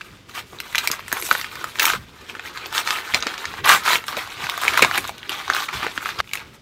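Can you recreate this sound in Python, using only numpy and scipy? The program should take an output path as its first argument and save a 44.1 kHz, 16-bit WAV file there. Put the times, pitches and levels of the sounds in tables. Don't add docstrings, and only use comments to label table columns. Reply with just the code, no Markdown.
import sys
import numpy as np
from scipy import signal
from scipy.fft import rfft, irfft, next_fast_len
from scipy.io import wavfile
from scipy.ndimage import uniform_filter1d, map_coordinates

SR = 44100
rng = np.random.default_rng(int(sys.argv[2]) if len(sys.argv) > 2 else 0)


def waveform_to_disk(signal):
    frames = np.transpose(np.atleast_2d(signal))
    scaled = np.clip(frames, -1, 1) * 32767
    samples = np.round(scaled).astype(np.int16)
    wavfile.write(sys.argv[1], SR, samples)


def ratio(d):
    e = np.asarray(d, float) / 20
    return 10 ** e


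N = 291573
T = np.arange(N) / SR
SCENE_CHANGE_S = 6.211

# frequency in Hz, level in dB per Hz.
HUSH_COLOUR = [(18, -43), (30, -7), (109, -2), (174, -5.5), (239, -5), (913, -16.5), (3670, -17.5),
               (3980, -23.5), (4910, -20.5), (16000, -45)]
# frequency in Hz, level in dB per Hz.
WOOD_COLOUR = [(25, -54), (45, -3.5), (80, 4.5), (130, 1.5), (250, -7.5), (500, -39)]
# frequency in Hz, level in dB per Hz.
POCKET_COLOUR = [(120, -40.5), (260, -2), (370, 5), (520, -1.5), (900, -35.5)]
# frequency in Hz, gain in dB.
MIC_RESPONSE = [(30, -53.5), (150, -24.5), (720, -3.5), (1250, 0.5), (1900, -0.5), (2300, 1), (3000, -2),
                (3900, 0), (4900, -4.5), (6400, -6), (9600, -13), (10400, -14.5), (11800, -10.5),
                (15750, -13.5)]
# frequency in Hz, t60 in seconds.
ROOM_DECAY = [(200, 0.38), (1000, 0.022), (4000, 0.08), (14000, 0.096)]
# start in seconds, hold in seconds, level in dB.
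TABLE_LEANS = [
    (1.93, 0.031, -42),
    (3.14, 0.04, -44),
    (3.47, 0.18, -43.5),
    (4.42, 0.065, -54),
    (4.7, 0.36, -43.5),
    (5.2, 0.08, -62),
    (5.75, 0.034, -41.5),
]
# start in seconds, peak in dB, pitch in Hz, t60 in seconds.
TABLE_THUMPS = [(0.523, -38.5, 380, 0.15), (0.9, -22.5, 387, 0.038), (1.128, -24, 277, 0.034),
                (1.311, -24, 668, 0.079), (1.936, -22, 522, 0.043), (3.145, -20, 632, 0.089),
                (3.263, -19.5, 516, 0.048), (4.169, -20, 620, 0.073), (4.433, -30.5, 141, 0.078),
                (4.822, -5.5, 384, 0.037), (4.979, -27, 336, 0.085), (5.826, -22, 300, 0.024),
                (5.843, -20, 300, 0.029), (5.864, -15, 400, 0.028), (5.978, -18.5, 318, 0.019),
                (6.188, -25.5, 77.5, 0.071)]
# time in seconds, steady handling in dB, brightness in dB.
STEADY_HANDLING = [(0.0, -48.5, -9), (.25, -53, -9), (.55, -45.5, -8), (.8, -30.5, -5.5), (1.03, -41.5, -6),
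                   (1.25, -34.5, 8), (1.5, -38.5, -6), (1.75, -42, -1.5), (2.14, -48, -9), (2.5, -35, -14),
                   (3.04, -33.5, -7.5), (3.5, -30, -21.5), (4.0, -38, -10), (4.55, -28.5, -10),
                   (5.0, -39, 5), (5.2, -38.5, -14), (5.45, -34, -7), (6.2, -35, -9.5)]
# level in dB, brightness in dB.
LATE_HANDLING = (-75, -5)
# start in seconds, hold in seconds, level in dB, brightness in dB.
SHEET_PULLS = [(.35, 0.046, -29.5, -5), (.74, 0.017, -34, -15), (1.2, 0.12, -45, 15.5),
               (1.3, 0.099, -27.5, -9), (1.8, 0.097, -22, -0.5), (1.92, 0.033, -23, -8),
               (2.29, 0.02, -33.5, -10.5), (2.46, 0.018, -33, -5.5), (2.75, 0.056, -21.5, -2.5),
               (2.875, 0.1, -24.5, -7.5), (3.69, 0.047, -8.5, -6), (3.86, 0.087, -12, -9),
               (3.855, 0.118, -38, 9), (4.62, 0.072, -19.5, -8.5), (4.73, 0.025, -17, -13.5),
               (4.94, 0.041, -18.5, -13.5), (5.04, 0.046, -33, -4.5), (5.5, 0.13, -21, -17),
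               (6.335, 0.049, -34.5, -3.5), (6.24, 0.07, -52, 0), (6.47, 0.084, -47, -10),
               (.29, 0.03, -41.5, -5), (1.14, .04, -40, -12), (3.79, 0.014, -43.5, 10),
               (4.175, 0.017, -27.5, -5), (4.065, 0.05, -40.5, 5.5), (5.55, 0.054, -30, -2),
               (.02, .06, -62, 10), (.47, .04, -57, 12), (.68, .025, -60, 12), (3.74, .033, -39, 16),
               (3.93, 0.034, -39, 15), (5.36, .04, -58, 12), (5.545, .115, -50, 14), (5.74, .045, -54, 12),
               (5.945, 0.021, -56, 17), (6.0, .05, -58, 14), (6.5, .06, -66, 8), (.05, 0.11, -47.5, -7),
               (.6, 0.13, -40, -12)]
# start in seconds, hold in seconds, level in dB, brightness in dB.
PADDING_SQUEEZES = [(.588, 0.043, -36, -41), (.874, 0.055, -31, -19), (1.125, 0.056, -23.5, -30),
                    (1.553, 0.11, -30, -24), (1.635, 0.034, -87, -50), (2.212, 0.041, -34.5, -10),
                    (2.572, 0.091, -31, -21), (3.14, 0.025, -25.5, -8), (3.225, 0.084, -27.5, -13),
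                    (3.378, 0.18, -36.5, -4.5), (3.645, 0.09, -12.5, -13.5), (3.72, 0.035, -17, -29),
                    (4.078, 0.083, -26.5, -24), (4.4, 0.062, -25.5, -13), (4.775, 0.01, -15, -9),
                    (4.823, 0.0057, -7, -19.5), (5.293, 0.097, -25, -12.5), (5.686, 0.0052, -18.5, -29),
                    (5.73, 0.053, -23, -11.5), (5.828, 0.017, -18, -19), (5.976, 0.089, -37, -30),
                    (6.057, 0.062, -29, -9.5), (6.188, .03, -21, -16), (6.4, 0.03, -35, -19)]
# start in seconds, peak in dB, pitch in Hz.
LINING_TICKS = [(0.748, -27, 11900), (0.754, -39, 11000), (0.835, -34, 12810), (1.0, -32, 13890),
                (1.164, -27, 13500), (1.173, -19, 10960), (1.201, -18, 12940), (1.214, -15, 10900),
                (1.224, -15, 9220), (1.233, -17, 11900), (1.252, -24, 12380), (1.256, -29, 9110),
                (1.265, -24, 9630), (1.276, -25, 9200), (1.288, -17, 12300), (1.295, -17, 12300),
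                (1.306, -13, 14400), (1.326, -10, 12960), (1.349, -22, 11900), (1.369, -25, 13980),
                (1.375, -22, 11200), (1.381, -18, 12960), (1.386, -24, 12200), (1.396, -18, 11520),
                (1.401, -25, 11500), (1.41, -25, 12700), (1.417, -24, 14600), (1.812, -15, 15300),
                (1.82, -7, 15000), (1.83, -2, 14300), (1.843, -16, 12960), (1.865, -7, 11930),
                (1.882, -20, 13100), (1.941, -32, 13480), (2.666, -23, 14000), (3.234, -38, 9020),
                (3.268, -34, 8700), (3.657, -10, 11000), (3.836, -26, 13110), (4.067, -23, 9800),
                (4.09, -25, 11800), (4.131, -31, 13200), (4.175, -25, 12270), (4.183, -24, 12900),
                (4.192, -29, 14060), (4.444, -27, 11740), (4.491, -30, 12170), (4.635, -18, 9020),
                (4.643, -16, 9540), (4.737, -18, 11000), (4.79, -21, 10160), (4.823, -6.5, 9850),
                (4.847, -17, 9500), (4.957, -18, 13200), (4.98, -10, 9400), (5.005, -22, 11100),
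                (6.058, -26, 9930), (6.067, -29, 11910), (6.353, -39, 11700), (6.539, -43, 8810)]
# start in seconds, peak in dB, panel pitch in Hz.
DULL_FOLDS = [(.009, -18.5, 1430), (.53, -23.5, 1090), (0.747, -3.5, 1890), (1.311, 6, 1510),
              (1.443, -13, 1610), (1.934, -6, 1300), (2.296, -16.5, 2570), (2.35, -17, 1300),
              (2.394, -14.5, 1740), (2.45, -23, 1320), (2.957, -14, 2140), (3.442, -14.5, 1410),
              (3.538, -14, 870), (4.126, -15.5, 910), (4.846, 4, 940), (4.911, -4.5, 1190),
              (4.946, -14, 1120), (5.05, -13.5, 1260), (5.229, -20, 2470), (5.499, 1.5, 1730),
              (5.524, -12, 1410), (5.534, -8.5, 4210), (5.687, -11, 2400), (5.829, -10, 1130),
              (5.845, -15.5, 1110), (5.865, -6.5, 1230), (5.976, -5.5, 1260), (6.057, -8, 1460),
              (6.089, -11.5, 1350), (6.201, -1.5, 1280)]
# start in seconds, peak in dB, panel pitch in Hz, crack in dB.
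SHARP_CRACKS = [(.293, -27, 1400, -20), (0.357, -21, 1650, -21), (0.992, -16, 960, -27),
                (1.08, -17.5, 1820, -5), (1.126, -3.5, 1660, -4), (1.197, -20, 1070, -7),
                (1.35, -5.5, 1500, -20), (1.641, -8.5, 1400, -13), (1.755, -17.5, 1400, -29),
                (1.9, -1.5, 1410, -16), (3.65, -13, 1340, -19), (3.691, 5.5, 1420, -11),
                (3.718, -6, 1260, -17), (4.274, -20, 1010, -15), (4.44, -12.5, 2080, -21),
                (4.467, -10.5, 1270, -22), (4.576, -12, 1160, -9.5), (4.615, -14, 1210, -5),
                (4.65, -6, 1090, -18), (4.679, 2.5, 2250, -18.5), (4.741, -10, 1230, -20),
                (4.774, 1, 1430, -11.5), (4.792, 1, 1050, -25), (4.976, -4, 1330, -9),
                (5.075, -30.5, 1560, 9.5), (5.092, -9, 1000, -17), (5.293, -8, 3070, -12.5),
                (5.384, -26, 1570, -21), (5.547, -8, 1390, -10), (5.564, -7.5, 1260, -15)]
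# start in seconds, peak in dB, panel pitch in Hz, crack in dB.
SHEET_RATTLES = [(.601, -14.5, 2420, -5), (0.754, -6, 2250, -10), (.78, -7.5, 2320, -4.5),
                 (0.784, -8, 3770, -8), (.873, -4, 2080, -2.5), (0.914, -6, 5500, -5.5),
                 (1.412, -14.5, 1860, -19), (1.554, -21, 2200, -7), (1.786, -17, 1410, -27),
                 (1.795, -3, 1740, -6), (1.827, -9.5, 1420, -7), (1.853, -4, 2400, 1.5),
                 (2.573, -20, 2050, -36), (2.658, -17.5, 1020, -18), (2.748, -14, 1080, -23),
                 (2.778, -6.5, 1640, -29), (2.873, -7.5, 1870, -36), (2.905, -7, 1650, -27),
                 (3.144, -0.5, 2520, -35), (3.224, -11.5, 1450, -40), (3.267, -8.5, 1410, -36),
                 (3.378, -20, 1700, -20), (3.453, -13, 1750, -35), (4.081, -14, 1250, -10),
                 (4.167, -15, 2300, -19), (4.496, -10.5, 2040, -5.5), (4.821, -5, 1280, -6),
                 (5.18, -27.5, 3200, -6), (5.318, -16.5, 1220, -29), (6.333, -11, 2400, -3)]
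# start in seconds, peak in dB, panel pitch in Hz, crack in dB.
SMALL_TICKS = [(0.013, -19.5, 2650, -28), (0.586, -24, 3970, -21), (0.727, -27, 1250, -2),
               (.835, -27, 3970, -6), (1.004, -25, 2540, -17), (1.116, -12.5, 1780, -26),
               (1.287, -24, 1100, -15), (1.528, -42, 2160, -19), (1.821, -7, 1450, -22),
               (1.866, -5.5, 1480, -12), (2.162, -36, 1520, -19), (2.725, -13.5, 1150, -13),
               (3.099, -19, 1440, -26), (3.137, -5.5, 2380, -31), (3.153, -10, 1980, -25),
               (3.339, -16, 1980, -18), (3.674, -7, 1230, -18), (3.852, -35, 1300, -17),
               (3.886, -10, 1260, -37), (4.039, -20, 2220, -15), (5.042, -17.5, 1180, -24),
               (5.478, -11, 1070, -33), (5.621, -17, 1390, -18), (5.733, -21, 1350, -24),
               (6.189, -21, 1030, -26), (6.291, -27, 2700, -13), (6.312, -24, 2340, -13),
               (6.353, -13, 2290, -5), (6.372, -15.5, 2550, -34), (6.393, -22, 2370, -26)]
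# start in seconds, peak in dB, panel pitch in Hz.
LESSER_CREASES = [(0.645, -38, 1800), (0.856, -27, 1460), (0.9, -12.5, 1030), (0.94, -21, 1270),
                  (1.164, -17, 970), (1.168, -12.5, 1980), (1.223, -15, 2480), (1.265, -19, 2540),
                  (1.289, -15, 1050), (1.315, -12, 1560), (1.325, -11.5, 1210), (1.799, -2.5, 2600),
                  (1.815, -25, 1810), (1.841, -5, 1320), (1.875, -7, 1410), (1.881, -6, 2640),
                  (1.891, -20, 1050), (1.95, -15, 1320), (3.204, -14, 6100), (3.233, -16, 1380),
                  (3.274, -14, 2500), (3.685, -17, 1100), (3.698, -2, 1370), (3.705, -5, 1170),
                  (3.714, 3, 1510), (3.72, 1, 1400), (3.728, -10, 1440), (3.743, -18, 1300),
                  (3.877, -1.5, 1300), (3.904, -5, 1190), (3.931, -5, 1570), (3.95, -12, 1160),
                  (3.955, -2.5, 2530), (4.418, -21, 2980), (4.49, -10, 1250), (4.621, -19, 1120),
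                  (4.634, -8, 1070), (4.644, -18, 1190), (4.668, -18, 2200), (4.684, -15, 2300),
                  (4.743, -12, 1240), (4.823, 6.5, 2340), (4.827, 0, 1520), (4.836, -6, 1340),
                  (4.956, -12, 1190), (4.981, -8.5, 2200), (6.006, -20, 1530), (6.049, -19, 2120),
                  (6.067, -14.5, 1220), (6.242, -33, 2240), (6.274, -28, 2780)]

RISE_DB_PER_S, SQUEEZE_RISE_DB_PER_S = 729, 2500
PULL_FALL_DB_PER_S, SQUEEZE_FALL_DB_PER_S, LEAN_FALL_DB_PER_S = 503, 340, 112
SETTLE_S = 0.19
SHEET_OVER_BODY_DB = 3
SHEET_FOLLOWS = 0.37
SHEET_SAGS = 0.18
LINING_STOPS = 0.2
FOLD_CRACK_DB, CREASE_CRACK_DB = -55, -30
FOLD_RATTLE_DB, CRACK_RATTLE_DB, FULL_RATTLE_DB = -17.5, -19, -2
TICK_RATTLE_DB, CREASE_RATTLE_DB = -12.5, -22.5


def unit(x):
    return x / np.sqrt(np.mean(x ** 2) + 1e-20)


def along(points, hz):
    f, v = np.transpose(points)
    return np.interp(np.log(hz + 1), np.log(f + 1), v)


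def curves(rows):
    s, *cols = np.transpose(rows)
    return [np.interp(T, s, c) for c in cols]


def columns(rows):
    return [c[:, None] for c in np.transpose(rows)]


def wobble(rate):
    return map_coordinates(rng.standard_normal(size=600), [T * rate])


def filtered(x, order, hz, kind):
    return signal.lfilter(*signal.butter(order, hz, kind, fs=SR), x)


def coloured(x, points):
    m = 2 * next_fast_len(N // 2 + 4096)
    cep = irfft(np.log(ratio(along(points, np.fft.rfftfreq(m, 1 / SR)))), m)
    cep[1:m // 2] *= 2
    cep[m // 2 + 1:] = 0
    return irfft(rfft(x, m) * np.exp(rfft(cep)), m)[:N]


def placed(starts, waves):
    at = np.round(starts * SR).astype(int)[:, None] + np.arange(waves.shape[1])
    kept = (at < SCENE_CHANGE_S * SR) | (starts[:, None] > SCENE_CHANGE_S)
    return np.bincount(at.ravel(), (waves * kept).ravel(), N + waves.shape[1] + 1)[:N]


def swells(rows, rise, fall):
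    s, hold, db, *more = columns(rows)
    t = T[::32]
    after = np.maximum(t - s - hold, 0)
    level = db - np.maximum(s - t, 0) * rise - fall * after / np.sqrt(1 + after / SETTLE_S)
    same_scene = (t < SCENE_CHANGE_S) == (s < SCENE_CHANGE_S)
    return np.where(same_scene, level, -200), *more


def summed(levels_db):
    power = np.sum(ratio(levels_db) ** 2, axis=0)
    return np.interp(T, T[::32], 10 * np.log10(power + 1e-20))


def hands():
    late = np.array(LATE_HANDLING)[:, None]
    rest = np.where(T < SCENE_CHANGE_S, curves(STEADY_HANDLING), late)[:, None, ::32]
    pulls = swells(SHEET_PULLS, RISE_DB_PER_S, PULL_FALL_DB_PER_S)
    squeezes = swells(PADDING_SQUEEZES, SQUEEZE_RISE_DB_PER_S, SQUEEZE_FALL_DB_PER_S)
    layers = []
    for (db, bright_db), stops in [(rest, 0), (pulls, LINING_STOPS), (squeezes, 0)]:
        sag_db = SHEET_SAGS * np.maximum(db + 28, 0)
        sheet_db = db + SHEET_OVER_BODY_DB + SHEET_FOLLOWS * np.minimum(bright_db, 0) - sag_db
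        fizz_db = db + bright_db + stops * (db - db.max(axis=1, keepdims=True))
        layers.append((db, sheet_db, fizz_db))
    return [summed(np.vstack(layer)) for layer in zip(*layers)]


def room_hush():
    return ratio(-51) * unit(coloured(rng.standard_normal(N), HUSH_COLOUR))


def table_rumble():
    leans, = swells(TABLE_LEANS, RISE_DB_PER_S, LEAN_FALL_DB_PER_S)
    at_rest = np.full_like(leans[:1], -54)
    weight_db = summed(np.vstack([leans, at_rest]))
    return ratio(weight_db - 2.5 + 4.4 * wobble(24)) * unit(coloured(rng.standard_normal(N), WOOD_COLOUR))


def air_puffs():
    grip_db = hands()[0]
    smoothed_db = np.where(T < SCENE_CHANGE_S, uniform_filter1d(grip_db, 880), grip_db)
    pocket_db = -48 + 0.45 * (smoothed_db + 34)
    return ratio(pocket_db - 4.0 + 3.5 * wobble(30)) * unit(coloured(rng.standard_normal(N), POCKET_COLOUR))


def table_thumps():
    s, db, hz, t60 = columns(TABLE_THUMPS)
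    t = np.arange(3000) / SR
    drift = np.cumsum(rng.standard_normal((len(s), len(t))), axis=1) * hz / 3200
    envelope = ratio(db + 3.0 - 60 * t / t60) * (1 - np.exp(-t / 0.0029))
    thump = envelope * np.sin(2 * np.pi * hz * t + drift)
    return filtered(placed(s[:, 0], thump), 2, 55, "high")


def lining_ticks():
    s, db, hz = columns(LINING_TICKS)
    t = np.arange(300) / SR
    drift = np.cumsum(rng.standard_normal((len(s), len(t))), axis=1) * 0.38
    envelope = ratio(db + 16 - 60 * t / 0.0036) * (1 - np.exp(-t / 0.00021))
    return placed(s[:, 0] + 0.00054, envelope * np.sin(2 * np.pi * hz * t + drift))


def crackle(count, size, hz, spread, cycles, uneven_db, clump_db, rub):
    u, g = rng.random((count, 3)), rng.standard_normal((count, 1))
    pitch = np.clip(hz * np.exp(spread * g), 150, 16000)
    strength = ratio(-uneven_db * np.log(1 - u[:, 1:2] * .995)) * np.sign(u[:, 2:] - .5)
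    phase = pitch * np.arange(size) / SR
    rings = strength * np.sin(2 * np.pi * phase) * np.exp(-phase / cycles)
    grains = unit(placed(u[:, 0] * N / SR, rings))
    m = next_fast_len(N)
    scatter = np.exp(2j * np.pi * rng.random(m // 2 + 1))
    colour = uniform_filter1d(np.abs(rfft(grains, m)), size=400)
    rubbing = unit(irfft(colour * scatter, m)[:N])
    return np.sqrt(1 - rub) * grains + np.sqrt(rub) * rubbing * ratio(clump_db * wobble(60))


def patchy(x, depth_db):
    z = signal.stft(x, nperseg=256)[2]
    field = uniform_filter1d(rng.standard_normal(z.shape), size=4, axis=0)
    field = uniform_filter1d(field, size=10, axis=1)
    return signal.istft(z * ratio(depth_db * unit(field)), nperseg=256)[1][:N]


def paper_crackle():
    body_db, sheet_db, fizz_db = hands()
    clump = wobble(34) * np.clip(-(body_db + 14) / 18, .15, 1)
    body = crackle(count=4000, size=200, hz=1250, spread=.22, cycles=3.4, uneven_db=2.8, clump_db=2.4, rub=.25)
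    sheet = crackle(count=7000, size=100, hz=3560, spread=0.45, cycles=1.07, uneven_db=2.5, clump_db=1.5, rub=.2)
    fizz = crackle(count=14000, size=40, hz=11500, spread=0.61, cycles=0.4, uneven_db=4.0, clump_db=0.5, rub=0.7)
    fizz = unit(filtered(fizz, 3, 7200, "high"))
    crumple = ratio(body_db - 9.5 + 4.1 * clump) * body
    crumple += ratio(sheet_db - 4.0 + 1.8 * clump) * sheet
    crumple += ratio(fizz_db + 3.0 + 4 * clump) * fizz
    before = T < SCENE_CHANGE_S
    return np.where(before, patchy(crumple * before, depth_db=2.0), crumple)


def crease_snaps():
    rows = [(*row, FOLD_CRACK_DB, FOLD_RATTLE_DB) for row in DULL_FOLDS]
    rows += [(*row, CRACK_RATTLE_DB) for row in SHARP_CRACKS]
    rows += [(*row, FULL_RATTLE_DB) for row in SHEET_RATTLES]
    rows += [(*row, TICK_RATTLE_DB) for row in SMALL_TICKS]
    rows += [(*row, CREASE_CRACK_DB, CREASE_RATTLE_DB) for row in LESSER_CREASES]
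    s, db, hz, crack_db, rattle_db = columns(rows)
    t = np.arange(1300) / SR
    t60 = np.clip(0.0095 * (1300 / hz) ** 0.055, .003, .05)
    bend, shake, split = np.moveaxis(rng.standard_normal((len(s), 3, len(t))), 1, 0)

    drift = np.cumsum(bend, axis=1) * 0.27
    panel = ratio(db + 3.0 - 60 * t / t60) * (1 - np.exp(-t / .0004)) * np.sin(2 * np.pi * hz * t + drift)

    sheet = filtered(shake, 2, [2200, 7000], "band")
    rattle = ratio(db + rattle_db + 13.5 - 60 * t / (0.92 * t60)) * (1 - np.exp(-t / 0.0007)) * sheet

    edge = filtered(split, 3, 7000, "high")
    crack = ratio(db + crack_db + 16.5 - 60 * t / (0.69 * t60)) * (1 - np.exp(-t / 0.00041)) * edge

    age = t / 0.0014
    push_db = db - 13 - .5 * (rattle_db - FOLD_RATTLE_DB)
    push = ratio(push_db) * (1 - age / 2) * age * np.exp(1 - age)
    return placed(s[:, 0] + 0.000958, panel + rattle + crack + push)


def room_echo(x):
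    out, cut = np.zeros(N + SR), round(SCENE_CHANGE_S * SR)
    edges = np.r_[np.linspace(0, cut, 24).astype(int), N]
    for a, b in zip(edges[:-1], edges[1:]):
        hz, t, z = signal.stft(rng.standard_normal(SR // 4), SR, nperseg=128)
        decay = ratio(-60 * t / along(ROOM_DECAY, hz)[:, None])
        tail = signal.istft(z * decay, SR, nperseg=128)[1]
        wet = signal.fftconvolve(x[a:b], tail / np.linalg.norm(tail))
        if a == cut:
            out[cut:] = 0
        out[a + 90:][:len(wet)] += wet
    return out[:N]


def microphone(x):
    size = next_fast_len(N)
    slope = np.clip((15800 - np.fft.rfftfreq(size, 1 / SR)) / 200, 0, 1) ** 2
    return irfft(rfft(coloured(x, MIC_RESPONSE), size) * slope, size)[:N]


def scene():
    background = room_hush() + table_rumble() + air_puffs() + table_thumps()
    envelope = lining_ticks() + paper_crackle() + crease_snaps()
    heard = microphone(envelope + ratio(-6.0) * room_echo(envelope))
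    return (background + heard)[None]


def low_pass(x):
    return signal.sosfilt(signal.butter(12, 16390, fs=SR, output="sos"), x)


def record(dry):
    clipped = dry / (1 + np.abs(dry / .99) ** 12) ** (1 / 12)
    return low_pass(clipped)


dry = scene()
out = record(dry)
waveform_to_disk(out)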